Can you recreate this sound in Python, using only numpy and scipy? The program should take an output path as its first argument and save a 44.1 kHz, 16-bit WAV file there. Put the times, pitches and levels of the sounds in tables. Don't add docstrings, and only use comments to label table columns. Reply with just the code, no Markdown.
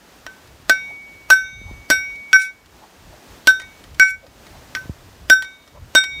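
import sys
import numpy as np
from scipy import signal
from scipy.fft import rfft, irfft, next_fast_len
from scipy.io import wavfile
from scipy.ndimage import uniform_filter1d, minimum_filter1d, map_coordinates

SR = 44100
rng = np.random.default_rng(int(sys.argv[2]) if len(sys.argv) > 2 else 0)


def transcribe(u):
    v = np.clip(np.atleast_2d(u).T, -1, 1)
    q = np.round(v * 32767).astype(np.int16)
    wavfile.write(sys.argv[1], SR, q)


def elevation(decibels):
    levels = np.asarray(decibels, float)
    return 10 ** (levels / 20)


N = 273420

# start_s, crack_db, thud_db, clatter_db, blade_damping_db_per_s
BLOWS = [
    (0.2644, -23.5, -27.5, -62, 42),
    (0.6947, -0.5, -6.5, -27.5, 4.5),
    (1.301, 0, -14, -20, -3),
    (1.9006, -2.5, -7.5, -21, 7),
    (2.3291, -7.5, -25.5, -35.5, 77),
    (3.471, -1.5, -14, -21, 67.5),
    (3.996, -6.5, -27.5, -26, 116.5),
    (4.7494, -14.5, -36, -39.5, 149.5),
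    (5.2978, -0.5, -8.5, -21.5, 48),
    (5.9494, -5, -9.5, -19.5, -2.5),
]
# ring_db, place_along_0_1, place_across_0_1, hardness_db_per_octave, lowest_mode_t60_s
LANDING = [(-34.7, 0.641, 0.521, -5.9, 0.26), (-14.0, 0.259, 0.373, -5.7, 0.2),
           (-1.0, 0.63, 0.496, -1.9, 0.31), (-17.1, 0.354, 0.403, 1.6, 0.27),
           (-9.1, 0.312, 0.048, -1.4, 0.29), (-5.4, 0.624, 0.006, -3.4, 0.25),
           (-2.9, 0.91, 0.677, -0.4, 0.3), (-25.0, 0.605, 0.392, -1.0, 0.21),
           (-1.7, 0.612, 0.255, 0.4, 0.29), (-2.6, 0.638, 0.66, 2.3, 0.25)]
# pitch_hz, t60_s, level_db, half_waves_along, half_waves_across
BAR_MODES = [(1530.0, 0.3, 10.8, 1.37, 0.42), (2246.0, 1.5, -0.9, 1.61, 1.71),
             (5633.0, 0.33, -2.3, 1.77, 0.57), (2735.0, 0.6, -24.01, 6.42, 2.13),
             (6142.0, 1.1, -32.47, 5.4, 2.25), (7569.0, 0.45, -23.95, 6.18, 1.17),
             (7981.0, 0.2, -6.7, 3.3, 0.5), (11535.0, 0.27, -23.5, 4.25, 2.3),
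             (15335.0, 0.25, -19.27, 5.49, 5.31), (5593.0, 0.22, -14.1, 4.45, 0.0),
             (11443.0, 0.16, -18.58, 6.57, 3.78), (10120.0, 0.27, -29.9, 4.18, 0.72),
             (13670.0, 0.33, -21.7, 3.24, 0.69)]
# pitch_hz, t60_s, level_db, half_waves_along, half_waves_across
BEATING_MODES = [(3709, .4, 4.2, 3.29, 1.01), (3693, .7, -25, 2.85, 3.75), (3705.3, .9, -21.5, 2.19, 3.33)]
# pitch_hz, level_db, t60_s
WEAK_MODES = [(1165, -42.5, .25), (1750, -34.5, .2), (3190, -52.5, 0.23), (4258, -30, .25),
              (4700, -48.5, .2), (5650, -45.5, 0.28), (6230, -41.5, 0.16), (7311, -38.5, .13),
              (8840, -35, 0.25), (10400, -81, 0.092), (12200, -53.5, .25), (12795, -45.5, .2)]
# pitch_hz, width_hz, level_db
THUD_MODES = [(160, 120, -29), (318, 98, -1), (430, 90, -2), (577, 164, 11), (1000, 310, -5.5)]
# freq_hz, level_db_per_hz
CRACK_SPECTRUM = [(500, -25), (1100, 4), (3000, 2), (6000, -3), (10000, -15), (14000, -8.5), (16500, -28.5)]
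# freq_hz, level_db_per_hz
CLATTER_SPECTRUM = [(300, -13), (700, -3.5), (2000, -5.5), (5000, -4.5), (9000, -14), (15000, -17.5),
                    (16500, -27.5)]
# start_s, peak_db, low_rel_db, bar_ring_db
TICKS = [(0.4738, -38, -7, -66), (1.4183, -44.5, 9, -63), (2.1565, -37.5, -29, -72), (2.6594, -36, -5, -77),
         (3.5984, -22, 1.5, -61.5), (3.6174, -28, 2, -37), (3.6344, -47, 15, -62), (3.8397, -32.5, -4, -72),
         (3.9454, -33, -8, -60), (4.0444, -26, 6, -49), (4.2662, -35.5, -1.5, -67), (4.4672, -35, 0, -60),
         (4.767, -38.5, 16.5, -59), (5.4231, -13.5, -4, -54.5), (5.4444, -26, -5.5, -32.5),
         (5.6765, -35, -3.5, -59), (6.0387, -15.5, -4.5, -52.5)]
# start_s, end_s, level_db
RATTLES = [
    (2.335, 2.453, -27.5),
    (4.0, 4.1, -29),
    (2.31, 2.33, -49),
]
# freq_hz, level_db_per_hz
BUZZ_SPECTRUM = [(800, -33), (2000, -24.5), (5000, 3.5), (9000, 4.5), (12000, -10.5), (15500, -16),
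                 (16500, -18)]
# delay_s, level_db
ECHOES = [(.0032, -8), (.0058, -13), (.0105, -19), (.017, -26)]
# time_s, level_db
WIND_COURSE = [(0.0, -63), (0.55, -54), (0.67, -46), (0.83, -57), (1.14, -58.5), (1.55, -41), (1.83, -46.5),
               (2.26, -60), (3.02, -56.5), (3.9, -48.5), (4.27, -41.5), (4.45, -50), (4.73, -46),
               (5.08, -49), (5.3, -42.5), (5.65, -54), (6.2, -44.5)]
# freq_hz, level_db_per_hz
RUMBLE_SPECTRUM = [(12, -41.5), (20, -15), (54, 2.5), (80, 1), (134, -5.5), (256, -23), (300, -27.5),
                   (390, -47), (660, -120)]
# start_s, peak_db, pitch_hz
PUFFS = [(0.599, -39.5, 69), (1.529, -36, 77.5), (1.614, -30, 114), (1.711, -26.5, 107), (3.915, -50, 90),
         (4.281, -36.5, 59.6), (4.401, -45.5, 100), (4.56, -42.5, 61), (4.856, -30, 88),
         (4.895, -14.5, 71.4), (5.05, -54.5, 68.7), (5.22, -54, 60), (5.769, -55.5, 79.8),
         (5.849, -58, 60.4)]
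# centre_s, width_s, rise_db
SWELLS = [
    (3.6, 0.46, 2),
    (4.549, 0.3, 3.5),
]
# freq_hz, level_db_per_hz
HISS_SPECTRUM = [(88, -37), (150, -5.5), (255, -3), (518, -7), (583, -6.5), (767, -7.5), (2010, -12.5),
                 (2220, -15), (2500, -14), (6680, -19), (10500, -26.5), (15300, -24.5), (16500, -51.5)]
# centre_s, level_db, pitch_hz
KNOCKS = [(.91, -45, 710), (1.69, -45.5, 845), (2.84, -44.5, 846), (3.135, -46.5, 644), (4.25, -41, 560),
          (4.56, -46, 770), (5.771, -47, 1000), (5.77, -45, 514)]
# centre_s, level_db, from_hz, to_hz
CHIRPS = [
    (4.555, -58, 3900, 4050),
    (4.585, -60, 5300, 5600),
]


def unit(x):
    return x / np.sqrt(np.mean(x ** 2) + 1e-20)


def noise(spectrum, size):
    hz, db = np.transpose(spectrum)
    m = next_fast_len(size + 2048)
    log_bins = np.log(np.fft.rfftfreq(m, 1 / SR) + 1)
    gain = elevation(np.interp(log_bins, np.log(hz), db, left=-120, right=-120))
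    return unit(irfft(rfft(rng.standard_normal(m)) * gain, m)[:size])


def wobble(rate_hz):
    knots = rng.standard_normal(int(N * rate_hz / SR) + 4)
    return map_coordinates(knots, [np.arange(N) * rate_hz / SR])


def add(track, start_s, sound):
    part = track[round(start_s * SR):][:len(sound)]
    part += sound[:len(part)]


def ring(t, hz, db, t60_s, rise_s=0.00067):
    return elevation(db - 60 * t / t60_s) * np.sin(2 * np.pi * hz * t) * (1 - np.exp(-t / rise_s))


def impact(t, crack_db, thud_db, clatter_db):
    light_db, dull_db, clatter_t60_s = -6.5, 14, 0.15
    thud = sum(ring(t, hz, db + thud_db + rng.normal(0, 1.8), 1.75 / width_hz, rise_s=0.0017)
               for hz, width_hz, db in THUD_MODES)
    spectrum = [(hz, db - dull_db * (hz > 7000) * (crack_db < light_db)) for hz, db in CRACK_SPECTRUM]
    crack = elevation(crack_db - 60 * t / 0.014) * noise(spectrum, len(t))
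    clatter = elevation(clatter_db - 60 * t / clatter_t60_s) * noise(CLATTER_SPECTRUM, len(t))
    return thud + crack + clatter


def bar_ring(t, landing, damping):
    ring_db, along_pos, across_pos, hardness, lowest_t60_s = landing
    mode_hz, mode_t60_s, mode_db, along, across = np.transpose(BAR_MODES + BEATING_MODES)
    shape = np.sin(np.pi * along * along_pos) * np.cos(np.pi * across * across_pos)
    tilt_db = hardness * np.log2(mode_hz / mode_hz[0])
    level_db = ring_db + mode_db + 20 * np.log10(np.abs(shape) + .01) + tilt_db + 4
    t60_s = 60 / (60 / mode_t60_s + damping * (mode_hz[1] / mode_hz) ** 0.86)
    lowest = ring(t, mode_hz[0], level_db[0], lowest_t60_s, rise_s=0.0048)
    return lowest + sum(np.sign(shape[k]) * ring(t, mode_hz[k], level_db[k], t60_s[k], rise_s=.004)
                        for k in range(1, len(shape)))


def hammer():
    knock, bar = np.zeros(N), np.zeros(N)
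    t = np.arange(SR) / SR
    short = t[:SR // 3]
    settle_s = 0.047
    for (start_s, crack_db, thud_db, clatter_db, damping), landing in zip(BLOWS, LANDING):
        rests_s = [end + settle_s - start_s for start, end, _ in RATTLES
                   if start > start_s and end - start > .05]
        rest_s = min(rests_s, default=1.5)
        contact_s = .003 if rest_s > .3 else .0008
        choke_db = np.clip(400 * (t - rest_s), 0, 12) + 35 * np.clip(t - rest_s, 0, 1)
        add(bar, start_s + contact_s, bar_ring(t, landing, damping) * elevation(-choke_db))
        weak = sum(ring(short, hz, db + 16 + clatter_db + rng.normal(0, 3), t60_s)
                   for hz, db, t60_s in WEAK_MODES)
        add(bar, start_s + contact_s, elevation(-damping * short) * weak)
        add(knock, start_s + .001, impact(short, crack_db, thud_db, clatter_db))
    return knock, bar


def blade_ticks():
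    out, t = np.zeros(N), np.arange(SR // 2) / SR
    fall = elevation(-60 * t / 0.02) + 0.5 * elevation(-60 * t / 0.063)
    for start_s, db, low_db, ring_db in TICKS:
        bright = noise([(2200, -20.5), (3000, 14.0), (6000, 8.0), (15500, -8.5)], len(t))
        dull = noise([(500, -16.0), (1100, -4.5), (1900, -7), (2600, -5.5)], len(t))
        tick = elevation(db - 11.5) * fall * (bright + elevation(low_db) * dull)
        tick += ring(t, BAR_MODES[1][0], ring_db, 0.53)
        tick += ring(t, 1890, db + low_db - 13.0, 0.053)
        add(out, start_s, tick)
    return out


def blade_buzz():
    out, t = np.zeros(N), np.arange(SR // 2) / SR
    contacts_per_s = 900
    for start_s, end_s, db in RATTLES:
        length_s = end_s - start_s
        fade = 1 / (1 + np.exp(np.clip((t - length_s) / 0.012, -50, 50)))
        level_db = db - 10 + 34 * t + 3.5 * wobble(140)[:len(t)]
        add(out, start_s, elevation(level_db) * fade * noise(BUZZ_SPECTRUM, len(t)))
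        for when, pitch, weakness in rng.random((round(contacts_per_s * length_s), 3)):
            contact_db = db - 12 + 4 * when - 14 * weakness
            contact = ring(t[:SR // 10], 2500 + 12000 * pitch ** 3.5, contact_db, 0.096)
            add(out, start_s + when * length_s, contact)
    return out


def wind():
    wind_db = np.interp(np.arange(N) / SR, *np.transpose(WIND_COURSE))
    out = elevation(wind_db + 0.13 + 4.2 * wobble(12)) * noise(RUMBLE_SPECTRUM, N)
    t = np.arange(SR // 8) / SR
    for start_s, db, hz in PUFFS:
        turns = np.cumsum(hz * (1 + 4.2 * np.exp(-t / 0.0024))) / SR
        envelope = elevation(db - 60 * t * hz / 5) * (1 - np.exp(-t / 0.001))
        add(out, start_s, envelope * np.sin(2 * np.pi * turns))
    return out


def far_knocks_and_birds():
    out, t = np.zeros(N), np.arange(SR // 8) / SR
    bump = np.exp(-((t - .03) / 0.021) ** 2)
    for centre_s, db, hz in KNOCKS:
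        band = [(hz * 0.74, -16), (hz, 0), (hz * 1.53, -16)]
        add(out, centre_s - .03, elevation(db) * bump * noise(band, len(t)))
    for centre_s, db, from_hz, to_hz in CHIRPS:
        turns = np.cumsum(np.interp(t, [0, t[-1] / 2], [from_hz, to_hz])) / SR
        add(out, centre_s - .03, elevation(db) * bump * np.sin(2 * np.pi * turns))
    return out


def yard_noise():
    now_s = np.arange(N) / SR
    leaves_db = sum(db * np.exp(-((now_s - centre_s) / width_s) ** 2) for centre_s, width_s, db in SWELLS)
    return elevation(-49.0 + leaves_db + 0.94 * wobble(9)) * noise(HISS_SPECTRUM, N)


def yard_tail(source):
    t = np.arange(SR // 3) / SR
    colour = noise([(200, 0.5), (1000, -7), (8000, -10.5), (16000, -26.5)], len(t))
    tail = colour * elevation(-60 * t / 0.26) * (t > .01)
    return signal.fftconvolve(source, tail / np.linalg.norm(tail))[:N]


def scene():
    knock, bar = hammer()
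    knock = knock + blade_ticks() + blade_buzz()
    near = sum(elevation(db) * np.pad(knock, (round(delay_s * SR), 0))[:N] for delay_s, db in ECHOES)
    far = elevation(-24) * yard_tail(knock + elevation(-15) * bar)
    background = wind() + far_knocks_and_birds() + yard_noise()
    return (bar + knock + near + far + background)[None]


def gain_control(dry):
    level_db = 10 * np.log10(np.abs(uniform_filter1d(dry[0] ** 2, 400)) + 1e-12)
    t = np.arange(N) / SR
    held_db = np.maximum.accumulate(np.maximum(level_db + 12, 0) + 30 * t) - 30 * t
    step_db = np.interp(t - .037, t, held_db)
    memory = t[:SR // 2] * np.exp(-t[:SR // 2] / 0.27)
    sag_db = signal.fftconvolve(np.maximum(level_db + 28.0, 0), memory / memory.sum())[:N]
    return dry * elevation(-.55 * step_db - .3 * sag_db)


def limiter(x):
    need = minimum_filter1d(np.minimum(1, 0.97 / (np.abs(x) + 1e-9)), size=61)
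    return x * uniform_filter1d(need, size=31)


def band_limit(x):
    return signal.sosfilt(signal.butter(12, 16800, fs=SR, output="sos"), x)


def record(dry):
    x = gain_control(dry)
    lead_in = rng.standard_normal(900) * np.linspace(.1, 1, 900)
    x = x + elevation(-32.0) * signal.fftconvolve(x[0], lead_in / np.linalg.norm(lead_in))[-N:]
    return band_limit(limiter(x))


dry = scene()
out = record(dry)
transcribe(out)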